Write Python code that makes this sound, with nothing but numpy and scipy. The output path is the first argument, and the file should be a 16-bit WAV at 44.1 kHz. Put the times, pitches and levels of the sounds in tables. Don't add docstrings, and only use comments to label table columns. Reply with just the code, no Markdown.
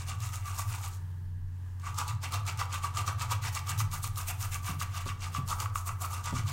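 import sys
import numpy as np
from scipy import signal
from scipy.fft import rfft, irfft, next_fast_len
from scipy.io import wavfile
from scipy.ndimage import uniform_filter1d, map_coordinates

SR = 44100
rng = np.random.default_rng(int(sys.argv[2]) if len(sys.argv) > 2 else 0)


def digitize_waveform(pressure):
    field = np.atleast_2d(pressure).T
    bounded = np.clip(field, -1, 1)
    quanta = np.round(bounded * 32767).astype(np.int16)
    wavfile.write(sys.argv[1], SR, quanta)


N = 287532
T = np.arange(N) / SR

# frequency_hz, level_db
HISS_SPECTRUM = [(1500, -23.5), (3000, -4.5), (4300, -2.5), (5600, -1.5), (6800, 1.5), (8200, -1.5),
                 (9500, -6.5), (12000, -18), (16000, -40)]
TIP_SPECTRUM = [(5000, -47), (8500, -3), (10000, -6), (12500, -3), (15000, -7), (17000, -1)]
# pitch_hz, width_hz, level_db
PAD_OVERTONES = [(1547, 190, -1.5), (1998, 92, 0.5), (2280, 79, 2), (2480, 106, -1), (2743, 212, 0),
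                 (3670, 95, -9.5)]
# time_s, tips_db, overtones_db, lower_hiss_db
SCRUB_COLOUR = [(0, -10.5, -2.5, 0.5), (.45, -3.5, -2.5, -3), (.9, -4, -6, -1), (1.9, -11, -7, -0.5),
                (2.3, -5.5, -6.5, 5.5), (2.9, -9, -6.5, 1.5), (3.5, -5, -3, 4.5), (4, -1, -5.5, -2),
                (4.7, -1, -2, 0), (5.2, -7.5, -2.5, 4.5), (5.75, -5, -13.5, -7.5), (6.1, -1.5, -10.5, -2),
                (6.3, -14, -2.5, 1), (6.52, -2, -2, 5)]
# start_s, level_db, hardness_db
BUMPS = [(4.694, -39, -22), (5.059, -49.5, 6), (5.383, -39.5, -18), (6.326, -34, -7.5)]


def amp(db):
    return 10 ** (np.asarray(db) / 20)


def unit(x):
    return x / np.sqrt(np.mean(x ** 2) + 1e-20)


def along(points, hz):
    f, v = np.transpose(points)
    return np.interp(np.log(hz + 1), np.log(f + 1), v)


def curves(rows):
    s, *cols = np.transpose(rows)
    return [np.interp(T, s, c) for c in cols]


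def wobble(rate):
    return map_coordinates(rng.standard_normal(int(N * rate / SR) + 4), [T * rate])


def filtered(x, response):
    m = next_fast_len(N + SR // 2)
    return irfft(rfft(x, m) * response(np.fft.rfftfreq(m, 1 / SR)), m)[..., :N]


def coloured(x, spectrum):
    return unit(filtered(x, lambda hz: amp(along(spectrum, hz))))


def resounding(x, modes):
    return filtered(x, lambda f: sum(
        (-1) ** k * amp(db) * 1j * f * width / (hz * hz - f * f + 1j * f * width)
        for k, (hz, width, db) in enumerate(modes)))


def patchy(x, depth_db, window=512, bins=2, frames=12):
    z = signal.stft(x, nperseg=window)[2]
    field = uniform_filter1d(rng.standard_normal(z.shape), bins, axis=0)
    field = uniform_filter1d(field, frames, axis=1)
    return signal.istft(z * amp(depth_db * unit(field)), nperseg=window)[1][:N]


def swells(peak_s, rise_ms, fall_ms, db, bends):
    power = np.zeros(N)
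    for at, rise, fall, level in np.broadcast(peak_s, rise_ms / 1000, fall_ms / 1000, db):
        gap = np.abs(T - at)
        away = np.where(T < at, (gap / rise) ** bends[0], (gap / fall) ** bends[1])
        power += amp(level - 8.47 * np.minimum(away, 12)) ** 2
    return np.sqrt(power)


def tone(hz, rms):
    return np.sqrt(2) * rms * np.sin(2 * np.pi * np.cumsum(hz) / SR)


def bristle_coloured(x, tips_db):
    return filtered(x, lambda f: amp(np.maximum(along(HISS_SPECTRUM, f), along(TIP_SPECTRUM, f) + tips_db)))


def room_tone():
    # frequency_hz, level_db
    rumble_spectrum = [(12, -25), (24, 2.5), (38, -8), (50, -32), (63, -10.5), (76, -4), (100, -13),
                       (150, -19.5), (175, -18.5), (185, -22.5), (200, -28), (226, -17.5), (245, -31),
                       (275, -25.5), (300, -32), (420, -42), (700, -86)]
    air_spectrum = [(240, -19), (400, -3), (474, -12.5), (504, -11.5), (708, -13.5), (906, -3),
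                    (1350, -13.5), (1680, -4), (2250, -19.5), (3160, -17.5), (3420, -20), (8240, -22.5),
                    (16000, -25)]
    noise = rng.standard_normal((2, N))
    rumble = amp(-49 + 1.24 * wobble(3.046)) * coloured(noise[0], rumble_spectrum)
    return rumble + amp(-62.5 + 1.6 * wobble(5.42)) * coloured(noise[1], air_spectrum)


def hum(pitch_hz=90.8, level_db=-38.5):
    return tone(pitch_hz + 0.17 * wobble(1.88), amp(level_db + 0.16 * wobble(3.77)))


def boom(pitch_hz=108):
    # time_s, level_db
    bed = [(0, -50), (.8, -45.5), (1.3, -59.5), (1.85, -54), (2.7, -47), (3.3, -43.5), (4.3, -45),
           (5.3, -50.5), (6.52, -49.5)]
    # peak_s, half_length_ms, level_db
    surges = [(.21, 50, -38), (.69, 34, -33), (1.94, 52, -40.5), (2.14, 42, -34), (2.41, 65, -32.5),
              (3.07, 180, -39), (3.35, 81, -33), (3.82, 57, -29.5), (4.11, 50, -41), (5.16, 43, -43.5),
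              (5.41, 28, -40), (5.67, 80, -37), (5.93, 26, -35), (6.45, 33, -31)]
    s, half, db = np.transpose(surges)
    base = amp(curves(bed)[0] + 5 * wobble(12))
    surge = swells(s, half, half, db, (1.6, 1.6)) * amp(0.73 * wobble(13))
    return tone(pitch_hz + 3.59 * wobble(7.4), np.hypot(base, surge))


def whir(start_s=0.97, length_s=0.5, pitch_hz=153, level_db=-54):
    fade = np.interp(T - start_s, [0, .08, length_s - .08, length_s], [0, 1, 1, 0])
    return tone(pitch_hz + 0.72 * wobble(5), amp(level_db) * fade)


def drone(pitch_hz=137, rise_ms=19, fall_ms=125):
    # time_s, level_db
    bed = [(0, -54), (1.6, -59), (2.05, -49.5), (2.7, -53), (3.8, -45), (4.3, -52), (5.2, -55),
           (6.1, -58.5), (6.52, -43)]
    s, db, _ = np.transpose(BUMPS)
    stirred = swells(s + rise_ms / 1000, rise_ms, fall_ms, db - 5.5, (3.2, 1.5))
    level = np.hypot(amp(curves(bed)[0]), stirred)
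    return tone(pitch_hz + 8 * wobble(19), level * amp(2.9 * wobble(14)))


def thuds():
    # pitch_hz, level_db, t60_s
    counter_modes = [(55, -1.5, 0.15), (134.1, -6.5, 1), (155, -1.5, 0.37), (188, -10.5, 0.086),
                     (218, -9.5, 0.058), (254.8, -3.5, 0.216), (394, 2, 0.058), (540, -2, 0.062),
                     (940, 6, 0.033)]
    out, t = np.zeros(N + SR), T[:SR // 2]
    for s, db, hard_db in BUMPS:
        ring = 0.99 * np.sin(2 * np.pi * 170 * t) * amp(-60 * t / 0.038)
        for hz, level, t60 in counter_modes:
            drift = 0.041 * np.cumsum(rng.standard_normal(len(t)))
            struck_db = level + hard_db * np.log2(hz / 200).clip(0, 1)
            ring += amp(struck_db - 60 * t / t60) * np.sin(2 * np.pi * hz * t + drift)
        out[round(s * SR):][:len(t)] += amp(db + 5) * ring * (1 - np.exp(-t / 0.0021))
    return out[:N]


def tiles(x):
    # frequency_hz, t60_s
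    decay = [(300, 0.91), (1200, 0.46), (5000, 0.31), (14000, 0.17)]
    hz, t, z = signal.stft(rng.standard_normal(SR // 2), SR, nperseg=256)
    tail = signal.istft(z * amp(-60 * t / along(decay, hz)[:, None]), SR, nperseg=256)[1]
    return signal.fftconvolve(np.pad(x, (200, 0)), tail / np.linalg.norm(tail))[:N]


def knocks(hollow_hz=1190, overtones_db=19):
    # start_s, level_db
    hits = [(1.866, -35), (2.013, -29), (2.328, -31), (2.614, -25), (2.747, -31), (3.077, -28.5),
            (3.803, -25), (4.041, -30), (4.813, -28), (5.348, -26), (5.528, -30), (5.605, -29),
            (5.658, -25), (5.756, -21.5), (5.891, -26), (6.046, -27), (6.365, -34)]
    blows, impulses = np.zeros((2, N + SR))
    t = T[:900]
    push = np.sin(2 * np.pi * hollow_hz * t) * t ** 2 * np.exp(-t / 0.0011)
    for s, db in hits:
        blows[round(s * SR):][:len(t)] += amp(db) * push / np.abs(push).max()
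        impulses[round(s * SR)] += amp(db + overtones_db)
    return blows[:N] + resounding(impulses[:N], PAD_OVERTONES)


def snaps(t60_s=0.032):
    # start_s, level_db
    releases = [(.2037, -37), (0.582, -36), (1.7973, -48), (1.944, -40), (1.9855, -25.5), (2.0795, -30),
                (2.3215, -29.5), (2.4653, -36), (2.591, -32), (2.7257, -35), (2.9492, -41), (3.0639, -38),
                (3.4214, -42), (3.5495, -26), (3.778, -35), (3.9144, -36), (4.5181, -40), (4.6314, -42),
                (4.806, -32), (5.486, -31), (5.6014, -24), (6.257, -29.5)]
    bursts, t = np.zeros(N + SR), T[:900]
    for s, db in releases:
        bursts[round(s * SR):][:len(t)] += amp(db - 60 * t / t60_s) * rng.standard_normal(len(t))
    return bristle_coloured(bursts[:N], tips_db=-5)


def stroking(part, stretch, bends, lag_ms=0):
    # start_s, nominal_length_ms, hiss_db, pad_db
    strokes = [(-0.039, 69, -44.5, -45), (0.071, 67, -43, -42.5), (0.207, 71, -41.5, -43),
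               (0.324, 57, -41.5, -45), (0.445, 106, -46, -45), (0.566, 59.5, -40.5, -42),
               (0.693, 93, -43.5, -42), (0.821, 53, -41, -42), (0.896, 76, -53.5, -59),
               (1.835, 70, -47, -40), (1.971, 50.4, -37, -34), (2.074, 38, -40.5, -38),
               (2.227, 42.6, -40, -33), (2.32, 53, -42, -34), (2.467, 44.4, -40, -34.5),
               (2.585, 43, -39, -32), (2.713, 55.5, -39.5, -35), (2.829, 41, -38, -34.5),
               (2.953, 54, -38, -34), (3.066, 35, -37, -31), (3.194, 55, -41, -36.5),
               (3.298, 41.7, -38.5, -32), (3.429, 59, -40.5, -36), (3.542, 43, -39, -35.5),
               (3.67, 61, -40, -35.5), (3.789, 27, -31.5, -34), (3.922, 48, -38, -37),
               (4.032, 34.5, -32.5, -37.5), (4.164, 62, -40, -39), (4.273, 46, -37.5, -37),
               (4.4, 63, -40, -40.5), (4.517, 45, -38, -39), (4.651, 69, -40, -38.5),
               (4.798, 36, -38, -38.5), (4.926, 94, -45.5, -42.5), (5.066, 40.5, -43, -39),
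               (5.211, 64, -43.5, -39), (5.337, 39, -39, -37), (5.484, 55, -35, -34.5),
               (5.591, 51, -38.5, -33.5), (5.751, 53, -40, -42), (5.862, 43.6, -39, -34.5),
               (6.007, 54, -40, -36), (6.1, 90, -44, -40.5), (6.245, 53, -40.5, -37.5),
               (6.35, 52, -41, -39.5), (6.469, 52, -43, -39.5)]
    start, length, hiss_db, pad_db = np.transpose(strokes)
    rise, fall = 0.37 * length, 0.63 * length
    db = {"hiss": hiss_db, "pad": pad_db}[part]
    return swells(start + (rise + lag_ms) / 1000, stretch[0] * rise, stretch[1] * fall, db, bends)


def dab():
    return swells(peak_s=1.63, rise_ms=170, fall_ms=170, db=-75, bends=(4.5, 4.3))


def flicks(per_s, spread_db, smooth, patchy_db):
    chance, size, noise = rng.random(N), rng.exponential(size=N), rng.standard_normal((2, N))
    slips = unit((chance < per_s / SR) * amp(spread_db * np.minimum(size, 2.5)) * noise[0])
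    rub = np.sqrt(smooth) * noise[1] + np.sqrt(1 - smooth) * slips
    return patchy(rub, patchy_db, window=128, bins=3, frames=6)


def soap(per_s=45, t60_s=0.0059):
    ticks = (rng.random(N) < per_s / SR) * amp(7.5 * np.minimum(rng.exponential(size=N), 3))
    bursts = np.abs(signal.fftconvolve(ticks, amp(-60 * T[:300] / t60_s))[:N])
    crackle = bristle_coloured(bursts * rng.standard_normal(N), tips_db=-3)
    return amp(-6) * crackle * stroking("hiss", (1.3, 1.4), (1.5, 1.3))


def pad_hollow(ridges):
    # pitch_hz, width_hz, level_db
    hollow_modes = [(704, 88, -8), (908, 74, -2), (966, 51, -0.5), (1171.5, 80, 6.5), (1262.4, 113, 1.5),
                    (1416, 91, -4.5)]
    body_modes = [(229, 17, -1), (267.7, 28.6, -2.5), (371.5, 29, -4), (508.5, 37, -0.5)]
    press = stroking("pad", (1.43, 1.09), (1.43, 1.5), lag_ms=11.8) + 1.2 * dab()
    press *= amp(-2.5 + 1.76 * ridges + 0.67 * wobble(45))
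    ring = resounding(flicks(350, 2.8, 0.66, 1.9), hollow_modes)
    hollow = unit(patchy(ring, depth_db=3.5))
    body = unit(resounding(rng.standard_normal(N), body_modes))
    return (hollow + amp(-21) * body) * press


def pad_overtones(ridges):
    _, overtones_db, _ = curves(SCRUB_COLOUR)
    press = stroking("pad", (1.43, 0.95), (1.87, 1.4), lag_ms=10.97) + 2 * dab()
    ring = resounding(flicks(1500, 2.6, 0.5, 2.9), PAD_OVERTONES)
    return unit(patchy(ring, depth_db=1.8)) * press * amp(overtones_db - 3 + 0.63 * ridges)


def bristles(ridges):
    tips_db, _, lower_db = curves(SCRUB_COLOUR)
    hiss = coloured(flicks(5000, 5.9, 0.38, 1.9), HISS_SPECTRUM)
    hiss += (amp(lower_db) - 1) * filtered(hiss, lambda hz: 1 / (1 + (hz / 5500) ** 8))
    hiss *= stroking("hiss", (1.084, 1.084), (1.6, 2.0)) + dab()
    tips = coloured(flicks(5000, 2.7, 0.36, 1.8), TIP_SPECTRUM)
    tips *= stroking("hiss", (1.2, 1.16), (1.45, 1.28)) + 0.4 * dab()
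    return hiss * amp(-3 + 2 * ridges) + tips * amp(tips_db + 3.4 * ridges)


def scene():
    ridges = wobble(70)
    near = bristles(ridges) + pad_hollow(ridges) + soap() + pad_overtones(ridges) + knocks() + snaps()
    sound = near + amp(-9) * tiles(near) + thuds() + hum() + boom() + whir() + drone() + room_tone()
    return np.array([sound, sound])


def record(dry):
    top_hz = 15830
    return filtered(dry, lambda hz: hz < top_hz)


dry = scene()
out = record(dry)
digitize_waveform(out)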